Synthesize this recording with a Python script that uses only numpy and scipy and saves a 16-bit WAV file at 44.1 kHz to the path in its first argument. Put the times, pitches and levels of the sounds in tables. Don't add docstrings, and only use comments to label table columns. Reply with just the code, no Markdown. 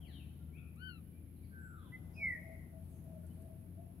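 import sys
import numpy as np
from scipy import signal
from scipy.fft import rfft, irfft
from scipy.io import wavfile

SR = 44100
rng = np.random.default_rng(int(sys.argv[2]) if len(sys.argv) > 2 else 0)


def pcm_store(signal):
    levels = np.round(np.clip(np.atleast_2d(signal), -1, 1) * 32767)
    wavfile.write(sys.argv[1], SR, levels.astype(np.int16).T)


N = 176400


def undb(db):
    return 10 ** (np.asarray(db) / 20)


def times():
    return np.arange(N) / SR


def unit(x):
    return x / np.sqrt(np.mean(x ** 2))


def pan(db):
    return undb(np.array([[db], [-db]]) / 2)


def wander(rate_hz):
    f = np.fft.rfftfreq(N, 1 / SR)
    return unit(irfft(rfft(rng.standard_normal(N)) / (1 + (f / rate_hz) ** 4), N))


def noise(colour):
    hz, db = np.array(colour, float).T
    f = np.fft.rfftfreq(N, 1 / SR)
    eq = undb(np.interp(np.log(f + 1), np.log(hz), db))
    return unit(irfft(rfft(rng.standard_normal(N)) * eq, N))


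def wide_noise(colour):
    return np.array([noise(colour) for _ in range(2)])


def curve(rows):
    s, *cols = np.array(rows, float).T
    return [np.interp(times(), s, c) for c in cols]


def gate(rows):
    return np.clip(np.minimum(times() - rows[0][0], rows[-1][0] - times()) / .004, 0, 1)


def tone(hz):
    return np.sqrt(2) * np.sin(2 * np.pi * np.cumsum(hz) / SR)


def delay(x, s):
    t = np.arange(len(x)) / SR
    return np.interp(t - s, t, x, left=0)


def add(out, x, s):
    i = max(int(s * SR), 0)
    out[:, i:i + x.shape[1]] += x[:, :N - i]


def garden(x, scatter_db, pan_db, wall_db, lag_ms=0., scatter_pan_db=None):
    wall_s, scatter_t60_s = .02, 0.4
    houses_s, houses_spread_s, houses_db = .24, 0.11, -13.5
    t = np.arange(SR * 3 // 4) / SR
    early = undb(-60 * t / scatter_t60_s) * (1 - np.exp(-t / 0.018))
    late = np.exp(-.5 * ((t - houses_s) / houses_spread_s) ** 2)
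    tail = early / np.linalg.norm(early) + undb(houses_db) * late / np.linalg.norm(late)
    impulse = tail * rng.standard_normal((2, len(t)))
    x = np.pad(x, (0, len(t)))
    scatter = signal.fftconvolve(x[None], impulse, axes=1)[:, :len(x)]
    scatter *= pan(pan_db if scatter_pan_db is None else scatter_pan_db)
    slapped = x + undb(wall_db) * delay(x, wall_s)
    near = np.array([delay(slapped, lag_ms / 1000), slapped]) * pan(pan_db)
    wet = undb(scatter_db)
    return (near + wet * scatter) / np.hypot(1, wet)


def note(length, start_hz, middle_hz, end_hz, peak_at, rasp):
    rasp_depth, rasp_rate_hz = .08, 600
    progress = np.linspace(0, 1, int(length * SR))
    hz = np.polyval(np.polyfit([0, .5, 1], [start_hz, middle_hz, end_hz], 2), progress)
    shake = np.interp(progress * length * rasp_rate_hz, np.arange(256), rng.standard_normal(256))
    skewed = np.interp(progress, [0, np.clip(peak_at, .05, .95), 1], [0, .5, 1])
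    swell = np.abs(np.sin(np.pi * skewed)) ** 1.2
    return swell * tone(hz * (1 + rasp_depth * rasp * shake))


def rumble():
    # f/Hz, relative level/dB
    colour = [(20, -22), (33, -13.5), (43, -13.5), (55, 2), (80, 0), (125, 3.5), (200, -1), (300, -7),
              (420, -18), (600, -26.5), (1000, -39.5), (2400, -37.5), (4000, -51.5), (7000, -55.5),
              (16000, -58.5)]
    level_db, crossover_hz = -55, 480
    f = np.fft.rfftfreq(N, 1 / SR)
    width = 1 / (1 + (crossover_hz / (f + 1)) ** 2)
    centre = rfft(noise(colour)) * np.sqrt(1 - width)
    sides = rfft(wide_noise(colour)) * np.sqrt(width)
    return irfft(centre + sides, N) * undb(level_db + 0.66 * wander(4.9)) * pan(5.4)


def far_wash():
    # f/Hz, relative level/dB
    colour = [(250, -20), (420, -4), (520, 0), (760, -2), (1000, -11), (1600, -17), (3000, -28)]
    # t/s, level/dB
    swells = [(0, -74), (.7, -81.5), (1.3, -84), (1.8, -79), (2.2, -70), (2.7, -76.5), (3.3, -74.5),
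              (3.68, -79.5), (4, -76)]
    return wide_noise(colour) * undb(curve(swells)[0]) * pan(9.7)


def hiss():
    # f/Hz, relative level/dB
    colour = [(3000, -13), (6000, -26.5), (7300, -40.5), (8300, -19.5), (9600, -13), (10300, -2.5),
              (11000, 2), (11700, -1.5), (12700, -5.5), (13400, -11.5), (16000, -18)]
    level_db = -73
    return wide_noise(colour) * undb(level_db + 0.73 * wander(2.4)) * pan(-5.0)


def engine():
    # t/s, firing rate/Hz, fundamental level/dB, second harmonic level/dB
    drone = [(0, 77.52, -51.5, -60), (.6, 77.81, -54.5, -60.5), (1.1, 81.41, -57.5, -60),
             (1.55, 82.17, -56.5, -68.5), (1.85, 82.84, -59, -63), (2.25, 84.24, -56, -56.5),
             (2.65, 83.5, -57, -64.5), (3.2, 85.12, -54, -53.5), (3.6, 88.43, -56, -64.5),
             (4, 89.7, -56.5, -59.5)]
    upper_db = [-19.5, -22]
    hz, first_db, second_db = curve(drone)
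    hz = hz * (1 + 0.011 * wander(11))
    levels = [first_db, second_db] + [first_db + db for db in upper_db]
    return pan(5.4) * sum(undb(db + 1.6 * wander(8)) * tone(k * hz) for k, db in enumerate(levels, 1))


def dove():
    # t/s, length/s, f/Hz, level/dB
    coos = [(.0, 0.12, 677, -71.5), (2.152, 0.12, 659.7, -62), (2.355, 0.073, 637.5, -64.5),
            (2.421, 0.15, 660.7, -57), (2.709, 0.092, 663, -60.5), (2.894, 0.085, 652, -71.5),
            (3.021, .13, 653, -62), (3.124, 0.074, 639, -57), (3.33, 0.255, 651.2, -61.5),
            (3.765, 0.068, 669.3, -57.5), (3.881, 0.062, 700, -71.5)]
    arch = 0.041
    out = np.zeros((2, N))
    for s, length, hz, db in coos:
        edge_hz = hz * (1 - arch)
        coo = undb(db) * note(length, edge_hz, hz, edge_hz, peak_at=0.54, rasp=0.53)
        add(out, garden(coo, scatter_db=-3, pan_db=6, wall_db=-14, lag_ms=.25), s)
    return out


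def small_birds():
    # t/s, length/s, start f/Hz, middle f/Hz, end f/Hz, level/dB,
    # peak position/0-1, pan/dB, scatter/dB, rasp/0-1
    notes = [ (.002, 0.065, 3280, 3110, 2450, -67, 0.56, 10, 1.5, 0.34),
             (0.055, 0.1, 2600, 1846, 1445, -72.5, 0.25, 14, -2.5, .35),
             (0.058, 0.077, 4890, 4040, 3470, -66, 0.86, 6, 8, 0.28),
             (0.116, 0.15, 3534, 2840, 2246, -65, 0.25, 8.5, -3, 0.48),
             (0.375, 0.08, 1403, 1386, 1354, -81, 0.5, 7, 4, 0.03),
             (0.518, 0.058, 2112, 2372, 2687, -63, 1, 12, 6, 0.03),
             (0.566, 0.044, 3140, 3440, 3570, -80, 0.4, 12, -2, 0.8),
             (0.565, .12, 1353, 1323, 1090, -77, 0, 4, 5, 0.93),
             (.595, 0.13, 2450, 2463, 2500, -73, 0.17, 8.5, 9, 0.25),
             (1.04, 0.06, 2800, 2960, 2920, -89, 0.6, 6, -2, .1),
             (1.125, 0.086, 2300, 2370, 2430, -82.5, 0.44, 16, -5, 0.2),
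             (1.255, 0.044, 2350, 2170, 2100, -86, .5, 2, -8, 0.05),
             (1.359, 0.03, 4405, 4185, 4100, -82, 0.4, 6, 5, 0.6),
             (1.418, 0.043, 2440, 2280, 2180, -83, 0.5, 20, -6, 0.3),
             (1.424, 0.048, 4500, 4330, 4150, -81.5, 0.6, 8, 1, 0.9),
             (1.57, .17, 7860, 7700, 7840, -81.5, 0.36, 11, 5, .6),
             (1.739, .19, 3796, 3490, 2810, -74, .6, 1, 4.5, 0.8),
             (2.123, 0.06, 5600, 5400, 5240, -75.5, 0.24, 2, 14, 0.37),
             (2.137, 0.076, 5000, 5020, 5040, -72.5, 0.08, -1, 4, 0.23),
             (2.244, .1, 8730, 8400, 8120, -78.5, 0.2, -1.5, 0.5, 0.5),
             (2.87, 0.16, 6400, 6460, 6650, -87, .5, 10, 0, 0.7),
             (2.86, .08, 8230, 7900, 8000, -85.5, .5, -12, 11, .6),
             (3.225, 0.048, 1440, 1437, 1450, -81, 0.4, 1, -16, .05),
             (3.3, 0.038, 2990, 3010, 3180, -79.5, 0.3, 7, -5, 0.15)]
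    out = np.zeros((2, N))
    for s, length, start_hz, middle_hz, end_hz, db, peak_at, pan_db, scatter_db, rasp in notes:
        chirp = undb(db) * note(length, start_hz, middle_hz, end_hz, peak_at, rasp)
        add(out, garden(chirp, scatter_db, pan_db, wall_db=-17), s)
    return out


def water_ticks():
    # t/s, level/dB
    ticks = [(0.759, -69), (3.267, -66), (3.421, -68)]
    decay_s, centre_hz, half_width_hz = 0.0074, 10000, 1800
    out, t = np.zeros((2, N)), np.arange(SR // 10) / SR
    f = np.fft.rfftfreq(len(t), 1 / SR)
    band = 1 / (1 + ((f - centre_hz) / half_width_hz) ** 2)
    for s, db in ticks:
        spray = unit(irfft(rfft(rng.standard_normal((2, len(t)))) * band))
        add(out, undb(db) * spray * np.exp(-t / decay_s), s)
    return out


def nasal_call():
    # t/s, f/Hz, level/dB of harmonics 1, 2 and 3
    contour = [(.76, 1097, -80, -76, -100), (.79, 1390, -73.5, -80, -84), (.824, 1506, -56, -63.5, -78),
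               (.85, 1523, -54.5, -59.5, -80), (.878, 1518, -51.5, -57, -83), (.9, 1456, -57.5, -65.5, -65),
               (.926, 1395, -70, -64, -78), (.976, 1313, -73.5, -76.5, -79), (.998, 1140, -82, -85, -102)]
    hz, *levels = curve(contour)
    hz = hz * (1 + .005 * wander(170))
    call = sum(undb(db) * tone(k * hz) for k, db in enumerate(levels, 1)) * gate(contour)
    return garden(call, scatter_db=-22, pan_db=12.5, wall_db=-7.5, lag_ms=.19, scatter_pan_db=1.5)[:, :N]


def far_whistler():
    # t/s, f/Hz, level/dB
    contour = [(1.5, 1585, -85), (1.535, 1563, -62), (1.6, 1530, -58), (1.66, 1499, -58.5),
               (1.73, 1393, -62), (1.79, 1265, -62.5), (1.835, 1110, -74), (1.875, 1000, -68),
               (1.9, 960, -86.5)]
    flutter_hz, flutter_depth, jitter = 120, 0.46, .009
    hz, db = curve(contour)
    flutter = 1 + flutter_depth * tone(flutter_hz * (1 + .15 * wander(30))) / np.sqrt(2)
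    call = tone(hz * (1 + jitter * wander(160))) * flutter * undb(db) * gate(contour)
    return garden(call, scatter_db=-5, pan_db=1.5, wall_db=-18, lag_ms=.22)[:, :N]


def pip():
    # start f/Hz, middle f/Hz, end f/Hz
    bend = (1933, 2030, 2013)
    start_s, length_s, level_db = 1.918, 0.053, -49.5
    out = np.zeros((2, N))
    call = undb(level_db) * note(length_s, *bend, peak_at=0.66, rasp=0)
    placed = garden(call, scatter_db=-15, pan_db=-1.5, wall_db=-24, lag_ms=.065, scatter_pan_db=6.5)
    add(out, placed, start_s)
    return out


def near_whistler():
    # t/s, f/Hz, level/dB, roughness (0 is pure)
    contour = [(2.148, 2580, -80, 0.96), (2.18, 2544, -52.5, 1.11), (2.21, 2290, -49, 0.42),
               (2.236, 2200, -35.5, 0), (2.275, 2051, -38, 0.14), (2.32, 1960, -42, 0.37),
               (2.35, 1896, -48, 0.54), (2.372, 1857, -55, 0.2), (2.395, 1840, -91, 0.2)]
    hz, db, roughness = curve(contour)
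    jitter = .035 * roughness * wander(220)
    call = tone(hz * (1 + jitter)) * undb(db) * gate(contour)
    return garden(call, scatter_db=-9.5, pan_db=-1.0, wall_db=-5, lag_ms=.06, scatter_pan_db=4.5)[:, :N]


def water_swishes():
    # t/s, length/s, level/dB
    kicks = [(2.781, 0.21, -75.5), (3.153, 0.44, -77)]
    # f/Hz, relative level/dB
    colour = [(1500, -12), (3000, -7), (4500, -2), (6500, -29), (8500, 5), (11000, 6), (16000, -8)]
    grain_db = 0.5
    swell = sum(undb(db) * np.sin(np.pi * np.clip((times() - s) / length, 0, 1))
                for s, length, db in kicks)
    return swell * wide_noise(colour) * undb(grain_db * wander(90))


def scene():
    birds = near_whistler() + far_whistler() + nasal_call() + pip() + small_birds() + dove()
    bed = rumble() + far_wash() + hiss() + engine()
    return bed + birds + water_ticks() + water_swishes()


def record(dry):
    top_hz = 15800
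    fade = np.clip(np.minimum(times(), times()[::-1]) / .004, 0, 1)
    return signal.sosfilt(signal.ellip(10, .2, 70, top_hz, fs=SR, output="sos"), dry * fade)


dry = scene()
out = record(dry)
pcm_store(out)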